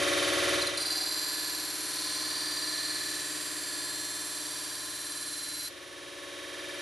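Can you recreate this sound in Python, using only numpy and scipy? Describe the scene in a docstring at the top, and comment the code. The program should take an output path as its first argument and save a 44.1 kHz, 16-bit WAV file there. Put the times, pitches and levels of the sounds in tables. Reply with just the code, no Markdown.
"""On a desk, a small belt grinder runs close to a phone, heard at two microphone ports.
The belt loop brings its rattle and grit back every lap, over tones locked to the lap and the pulleys.
A knife touches twice, then is drawn along the belt from tip to heel: it slows the belt, grit drags on
the edge and rings the blade, and single modes sing out before it lifts off.
Desk echoes and a low room rumble lie around it."""
import sys
import numpy as np
from scipy import signal
from scipy.fft import rfft, irfft, next_fast_len
from scipy.io import wavfile
from scipy.ndimage import uniform_filter1d, map_coordinates

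SR = 44100
rng = np.random.default_rng(int(sys.argv[2]) if len(sys.argv) > 2 else 0)


def store_pcm(level_fs):
    """Save levels as 16-bit WAV."""
    pcm = np.round(np.clip(level_fs, -1, 1) * 32767).astype(np.int16)
    wavfile.write(sys.argv[1], SR, np.atleast_2d(pcm).T)


N = 300321

# The stroke along the belt. Each row: time in seconds, grinding level in dB before chatter and belt
# swings, ring of the blade against it in dB.
STROKE = [(0.771, -37.5, -2), (.97, -36.5, 1), (1.5, -36, 2.5), (1.8, -36, 0), (2.05, -35.5, 3.5),
          (2.7, -36, 3), (3.14, -35, 0), (3.62, -36, -1.5), (3.85, -37.5, 2.5), (4.3, -37, 0.5),
          (4.5, -37.5, 2.5), (5.15, -38.5, 0), (5.68, -38, -3)]
STROKE_START, STROKE_END = STROKE[0][0], STROKE[-1][0]  # s
BODY_AT_S = 2.93  # the blade's full width has reached the belt
SETTLE_S, LIFT_S = 0.06, 0.015  # the knife comes to rest on the belt, and leaves it
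# First grazes, a lap apart. Each row: middle in seconds, level in dB, length in seconds.
GRAZES = [(0.625, -34.5, 0.02), (0.675, -35, 0.016)]
# The tip chatters as it settles. Each row: time in seconds, boost in dB.
CHATTER = [(.776, 4), (.826, 2.5), (.862, 1.5), (.905, 3.5), (.927, 4), (.956, 2), (.978, 3), (1.014, 1.5)]
CHATTER_S = .006  # half length of one bounce
# Blade modes. Each row: frequency in Hz, width in Hz, level in dB before the stroke's ring level.
BLADE_MODES = [(1028, 31, -21), (1716, 19, -18.5), (3620, 45, -23), (4052, 110, -14.5), (4353, 175, -12.5),
               (4693, 43, -14), (5750, 140, -16.5), (7460, 35, -19), (8700, 31, -18), (9600, 110, -19),
               (10560, 92, -22.5)]
# Grains on steel, spectrum shape. Each row: frequency in Hz, relative level in dB per Hz.
GRIT_SPECTRUM = [(530, -19.5), (900, -8.5), (1580, -1), (1720, -2), (2050, -6.5), (4180, -12.5),
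                 (5050, -3.5), (10100, 0), (12600, -7), (14800, -81)]
GRIT_DB = -5.5  # against the grinding level
# Belt thickness round the lap. Each row: multiple of the lap rate, swing in dB, lap position of the top.
BULGES = [(1, 0.7, 0.057), (2, 0.67, 0.37)]
LIGHT_DB, LIGHT_S = 2.5, 0.22  # extra swing while the touch is still light, and its fading time
LIGHT_LAP = .08  # lap position of the high spot that touches first
# Spells when the contact sits on a mode's belly and the blade sings. Each row: middle in seconds,
# length in seconds, frequency in Hz, width in Hz, level in dB against the grinding, throb per lap in dB.
SINGING_SPELLS = [(0.63, 0.19, 4110, 35, -5, 0), (0.6, 0.17, 4710, 45, -6, -1),
                  (0.74, 0.27, 9350, 310, -7, 1), (0.92, 1.3, 4105, 48, -4, 0),
                  (1.07, 0.99, 4270, 55, -10.5, 1), (0.91, 0.31, 4630, 55, -6, 2),
                  (1.02, 0.83, 4810, 80, -5, -2), (1.22, 0.48, 7500, 180, -14, 2),
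                  (1.39, 0.96, 11370, 220, -11.5, 3), (1.85, 0.32, 10280, 250, -12.5, -1),
                  (2.16, 0.58, 4315, 57, -9, 2.5), (2.55, 0.92, 4712, 15, -12, 1),
                  (2.8, 1.35, 1744, 12, -11, 1.5), (2.6, 1.25, 1886, 16, -19.5, -2),
                  (0.98, 0.27, 745, 16, -18, 0), (2.79, 0.54, 4115, 49, -9.5, 5),
                  (2.82, .6, 4265, 70, -11.5, 6), (3.96, 0.58, 4230, 53, -8.5, 3),
                  (3.79, 0.44, 4720, 38, -16, 5), (4.04, 2, 7580, 120, -14, 2.5),
                  (4.1, 1.8, 11100, 160, -13, 1.5), (5.3, 1.1, 5670, 40, -18, 1),
                  (5.3, .8, 11050, 90, -10, 5), (5.64, 0.2, 11300, 150, -10, 0),
                  (5.67, 1.36, 4090, 53, -7.5, 4), (5.3, 1, 8700, 80, -21, 7),
                  (5.3, 1.1, 4540, 150, -19.5, -2)]
THROB_HZ, THROB_LAP = (4100, 4300, 4700, 7000), (.46, .35, .43, .2)  # lap position of the loudest singing
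SING_HOLD = (.05, .3)  # how far the ringing feeds itself (0-1), at the thin tip and the thick heel
SING_EVEN_S = .025  # time over which the ringing keeps its strength

# Belt speed, pulled down by the knife. Each row: time in seconds, laps per minute.
BELT_SPEED = [(.85, 1176), (1.35, 1163), (2.15, 1152), (2.8, 1149), (3.3, 1138), (4.88, 1133), (5.1, 1123),
              (5.66, 1128), (5.74, 1166), (5.85, 1178)]
# Frame tones before the heard level is applied. Each row: multiple of the lap rate, then the level in
# dB rms running free, with the tip on the belt, and with the blade's body on it.
LAP_TONES = [(6, -65, -61, -63), (7, -57, -55, -50), (14, -71, -57, -59), (15, -45, -44, -47),
             (16, -48, -45, -40), (17, -52, -53, -56), (18, -42, -46, -52), (19, -41, -44, -44),
             (20, -54, -64, -53), (22, -54, -54, -63), (23, -48, -51, -50), (25, -47, -55, -56),
             (26, -51, -57, -54), (27, -50, -63, -62), (28, -46, -68, -65), (29, -38, -52, -54),
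             (30, -53, -63, -61), (31, -54, -67, -63), (32, -57, -48, -47), (33, -48, -55, -47),
             (36, -53, -65, -57), (37, -54, -65, -56), (38, -58, -48, -52)]
SPLICE_LAP, SPLICE_SCATTER = .32, .7  # where the belt joint strikes; phase spread (rad, wider under the knife)
# Pulley tones. Each row: pulley turns per lap, multiple of the turns, then the same three levels in dB rms.
PULLEY_TONES = [(4.06, 1, -57, -58, -59), (4.06, 4, -52, -55, -46), (4.06, 30, -52, -56, -58),
                (4.06, 8, -61, -67, -61), (5.43, 1, -60, -63, -62)]
AFTER_DB = -0.7  # these tones come back a little softer once the knife is off
# Frame and pulley modes. Each row: frequency in Hz, width in Hz, relative level in dB per Hz of width.
FRAME_MODES = [(1112, 26, 3), (1390, 50, -3), (1757, 39, 5), (1900, 99, -1.5), (2370, 90, -3),
               (3100, 65, -2), (3665, 26, 3.5), (3870, 41, -0.5), (5880, 130, -8), (9900, 850, -11.5)]
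FRAME_DB, PRESSED_DB = -37.5, -3.5  # modes running free; the pressed knife damps them
RATTLE_DB, RATTLE_LAP = 4, .65  # the modes swell once a lap: swing, lap position of the top
KNOCK_LAPS, KNOCK_HZ, KNOCK_WIDTH_HZ = (.48, .65), 1750, 70  # the joint knocks on one ringing part
KNOCK_DB = (-50, -58, -44)  # that ring before the stroke, under the knife and after it
# Belt running on the pulleys, spectrum shape. Each row: frequency in Hz, relative level in dB per Hz.
WHIRR_SPECTRUM = [(25, -69), (60, -19.5), (200, -25.5), (300, -9), (600, -16), (860, -17), (1100, -11),
                  (2000, -11), (3710, -10), (10200, -23), (13400, -37), (14800, -96)]
WHIRR_DB = -31.5
# Level at which the grinder is heard: falls from just before the first graze, sinks on from BODY_AT_S,
# climbs after the lift.
FALL_AT_S, FALL_DB, FALL_S, SINK_DB_PER_S, CLIMB_DB_PER_S = .56, -12.5, 0.24, -2, 6
BASS_HZ, BASS_FALL_DB = 170, -14  # the bass below BASS_HZ is heard to drop no further than this

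# Level difference of the microphone ports. Each row: frequency in Hz, left minus right in dB.
PORT_LEVEL = [(60, 4.5), (370, 5), (690, 2.5), (1260, -2), (2320, -1.5), (4260, -.4), (14400, -.4)]
# Phase difference of the ports. Each row: frequency in Hz, radians by which the left leads.
PORT_PHASE = [(100, -.3), (950, -.6), (1900, 0), (14000, 0)]
# Echoes in the side signal. Each row: frequency in Hz, level in dB.
SIDE_ECHOES = [(60, -13), (150, -9), (350, -12), (700, -13), (1300, -9.5), (2300, -9), (4300, -16),
               (8000, -15), (14000, -13)]
ROOM_T60_S = .6
RUMBLE_DB = -70  # low room rumble, unrelated at the two ports
TOP_HZ = 14100  # the phone's upper limit


def knife(lap):
    """Grit drags on the edge and rings the blade; single modes swell as the contact slides along."""
    t = np.arange(N) / SR
    ring_db = over_time(STROKE)[1]
    swing_db = belt_swing_db(lap, t)
    pulley_db = 0.65 * np.cos(2 * np.pi * PULLEY_TONES[0][0] * lap)
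    drag = surface(lap, memory=0.911, fresh=0.042, fine_hz=7440) * undb(swing_db + pulley_db)
    sound = level(colour(drag, undb(over_hz(GRIT_SPECTRUM))), GRIT_DB)
    for hz, width, db in BLADE_MODES:
        sound += undb(db + ring_db + walk(2.1)) * ring(drag, hz, width)
    for middle, length, hz, width, db, throb_db in SINGING_SPELLS:
        span = slice(max(int((middle - length) * SR), 0), int((middle + length) * SR))
        throb = np.cos(2 * np.pi * (lap[span] - np.interp(hz, THROB_HZ, THROB_LAP)))
        swell = np.exp(-4 * ((t[span] - middle) / length) ** 2)
        along = (middle - STROKE_START) / (STROKE_END - STROKE_START)
        gain = undb(db + throb_db * throb + swing_db[span])
        sound[span] += gain * swell * sing(drag[span], hz, width, along)
    return contact(t) * sound


def contact(t):
    """Strength of the grinding: two grazes, then the stroke with the tip bouncing at its start."""
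    press = undb(over_time(STROKE)[0]) * np.clip((t - STROKE_START) / 0.0031, 0, 1)
    press *= np.exp(-np.clip(t - STROKE_END, 0, 1) / 0.011)
    for middle, db, length in GRAZES:
        press += undb(db) * np.exp(-((t - middle) / (length / 2)) ** 4)
    return press * undb(sum(db * np.exp(-((t - at) / CHATTER_S) ** 2) for at, db in CHATTER))


def belt_swing_db(lap, t):
    """Thicker belt grinds louder every lap; the high spot counts for more around the light first touch."""
    swing = sum(db * np.cos(2 * np.pi * k * (lap - top)) for k, db, top in BULGES)
    light = LIGHT_DB * np.exp(-np.abs(t - STROKE_START) / LIGHT_S)
    return swing + light * np.cos(2 * np.pi * (lap - LIGHT_LAP))


def sing(drag, hz, width, along):
    """A rough ring of steady strength, smoother towards the heel where stick-slip evens out its swing."""
    size = next_fast_len(len(drag))
    off = (np.arange(size // 2 + 1) * SR / size - hz) / width
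    # positive frequencies only: the magnitude is the ring's envelope
    swing = np.fft.ifft(rfft(drag, size) / (1 + off ** 2) ** 1.5, size)[:len(drag)]
    swing /= uniform_filter1d(np.abs(swing), int(SING_EVEN_S * SR))
    hold = np.interp(along, (0, 1), SING_HOLD)
    return level(swing.real / (np.abs(swing) + 0.063) ** hold, 0)


def seating():
    """How the knife sits: 0 off the belt, 1 tip, sliding to 2 body."""
    return over_time([(STROKE_START, 0), (STROKE_START + SETTLE_S, 1), (BODY_AT_S, 2),
                      (STROKE_END, 2), (STROKE_END + LIFT_S, 0)])[0]


def grinder(lap):
    """Tones, knocks, frame modes and whirr of the running belt, at the level at which they are heard."""
    seat = seating()
    after = np.arange(N) > STROKE_END * SR
    tones = (lap_tones(lap, seat) + pulley_tones(lap, seat)) * undb(AFTER_DB * after)
    belt = surface(lap, memory=0.98, fresh=0.16, fine_hz=4000)
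    whirr = level(colour(belt, undb(over_hz(WHIRR_SPECTRUM))), WHIRR_DB)
    machine = np.sqrt(2) * tones + joint_knocks(lap, seat, after) + frame_modes(belt, lap, seat) + whirr
    bass = colour(machine, np.arange(N // 2 + 1) * SR / N < BASS_HZ)
    heard_db = heard_level_db()
    return (machine - bass) * undb(heard_db) + bass * undb(np.maximum(heard_db, BASS_FALL_DB))


def lap_tones(lap, seat):
    """The joint shakes the frame at multiples of the lap; the knife damps some tones and wakes others."""
    order, free_db = np.transpose(LAP_TONES)[:2]
    # minimum phase: each strike starts sharply and rings out
    log_gain = np.interp(np.abs(np.arange(-64, 64)), order, free_db) * np.log(10) / 20
    lag = -np.imag(signal.hilbert(log_gain))[64:]
    spread = SPLICE_SCATTER + np.minimum(seat, 1)
    tones = 0
    for k, *db in LAP_TONES:
        angle = 2 * np.pi * k * (lap - SPLICE_LAP) + lag[int(k)] + spread * rng.standard_normal()
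        tones += np.interp(seat, range(3), undb(db)) * undb(walk(4.5)) * np.sin(angle)
    return tones


def pulley_tones(lap, seat):
    """Pulleys hum at multiples of their own turning, geared to the belt."""
    tones = 0
    for turns, k, *db in PULLEY_TONES:
        angle = 2 * np.pi * (k * turns * lap + rng.random())
        tones += np.interp(seat, range(3), undb(db)) * np.sin(angle)
    return tones


def joint_knocks(lap, seat, after):
    """The belt joint knocks twice a lap on one part, which rings through two resonances in turn."""
    knocks = sum(np.exp(-((lap - at) % 1 * 600 - 3) ** 2) for at in KNOCK_LAPS)
    knock = ring(ring(knocks, KNOCK_HZ, KNOCK_WIDTH_HZ), KNOCK_HZ, 4 * KNOCK_WIDTH_HZ)
    return knock * undb(np.where(after, KNOCK_DB[2], np.interp(seat, (0, 1), KNOCK_DB[:2])))


def frame_modes(belt, lap, seat):
    """Belt grain rattles the frame and pulley modes, more at one part of the lap; the knife damps them."""
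    rattle = belt * undb(RATTLE_DB * np.cos(2 * np.pi * (lap - RATTLE_LAP)))
    modes = sum(undb(db) * np.sqrt(width) * ring(rattle, hz, width) for hz, width, db in FRAME_MODES)
    return level(modes, FRAME_DB) * undb(PRESSED_DB * np.minimum(seat, 1))


def heard_level_db():
    """Level at which the grinder is heard: a quick fall, a slow sink until the lift, a steady climb."""
    t = np.arange(N) / SR
    fall = FALL_DB * (1 - np.exp(-np.clip(t - FALL_AT_S, 0, None) / FALL_S))
    sink = SINK_DB_PER_S * np.clip(t - BODY_AT_S, 0, STROKE_END - BODY_AT_S)
    return fall + sink + CLIMB_DB_PER_S * np.clip(t - STROKE_END, 0, None)


def surface(lap, memory, fresh, fine_hz):
    """Belt grain that returns each lap and wears slowly; above fine_hz more of it is new."""
    grains = rng.standard_normal((int(lap[-1]) + 2, 2304))  # laps by grains round the belt
    kept = min(memory, .99)
    grains[0] /= np.sqrt(1 - kept ** 2)
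    grains = signal.lfilter([1], [1, -kept], grains, axis=0).ravel()
    old = level(map_coordinates(grains, [lap * 2304], order=3), 0)
    hz = np.arange(N // 2 + 1) * SR / N
    share = np.clip(fresh + (1 - fresh) * 0.3 / (1 + (fine_hz / (hz + 1)) ** 4), 0, 1)
    return colour(old, np.sqrt(1 - share)) + colour(rng.standard_normal(N), np.sqrt(share))


def at_ports(mid):
    """Two ports differ in level and phase; decaying noise adds desk echoes of opposite sign to each."""
    ratio = undb(over_hz(PORT_LEVEL)) * np.exp(1j * over_hz(PORT_PHASE))
    t = np.arange(SR // 2) / SR
    tail = rng.standard_normal(len(t)) * np.exp(-np.log(1000) * t / ROOM_T60_S)
    echoes = rfft(tail / np.sqrt(np.sum(tail ** 2)), N) * undb(over_hz(SIDE_ECHOES))
    side = colour(mid, (ratio - 1) / (ratio + 1) + echoes)
    return np.array([mid + side, mid - side])


def room_rumble():
    """Low broad noise, drawn separately for each port."""
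    return [undb(RUMBLE_DB) * ring(rng.standard_normal(N), 120, 150) for port in range(2)]


def undb(db):
    """dB to gain."""
    return 10 ** (np.asarray(db) / 20)


def level(x, db):
    """Set the rms."""
    return x * undb(db) / np.sqrt(np.mean(x ** 2))


def over_time(table):
    """Columns of a curve at every sample."""
    s, *columns = np.transpose(table)
    return [np.interp(np.arange(N) / SR, s, c) for c in columns]


def over_hz(table):
    """A spectrum at every bin, straight lines over log frequency."""
    hz, value = np.transpose(table)
    return np.interp(np.log(np.arange(1, N // 2 + 2) * SR / N), np.log(hz), value)


def colour(x, gain):
    """Filter by a gain for each bin."""
    return irfft(rfft(x) * gain, N)


def ring(x, hz, width):
    """One mode, rms 1."""
    return level(signal.lfilter(*signal.iirpeak(hz, hz / width, SR), x), 0)


def walk(rate):
    """Slow chance wandering, rms 1."""
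    k = int(SR / rate)
    return level(uniform_filter1d(uniform_filter1d(rng.standard_normal(N), k), k), 0)


def scene():
    """Knife and grinder share one belt; both reach the two ports over the room rumble."""
    lap = np.cumsum(over_time(BELT_SPEED)[0]) / 60 / SR  # laps run so far
    return at_ports(knife(lap) + grinder(lap)) + room_rumble()


def record(dry):
    """The phone has a narrow notch in the treble and cuts the top."""
    notched = signal.lfilter(*signal.iirnotch(7870, 60, SR), dry)
    return signal.sosfilt(signal.ellip(8, .2, 70, TOP_HZ, fs=SR, output="sos"), notched)


dry = scene()
out = record(dry)
store_pcm(out)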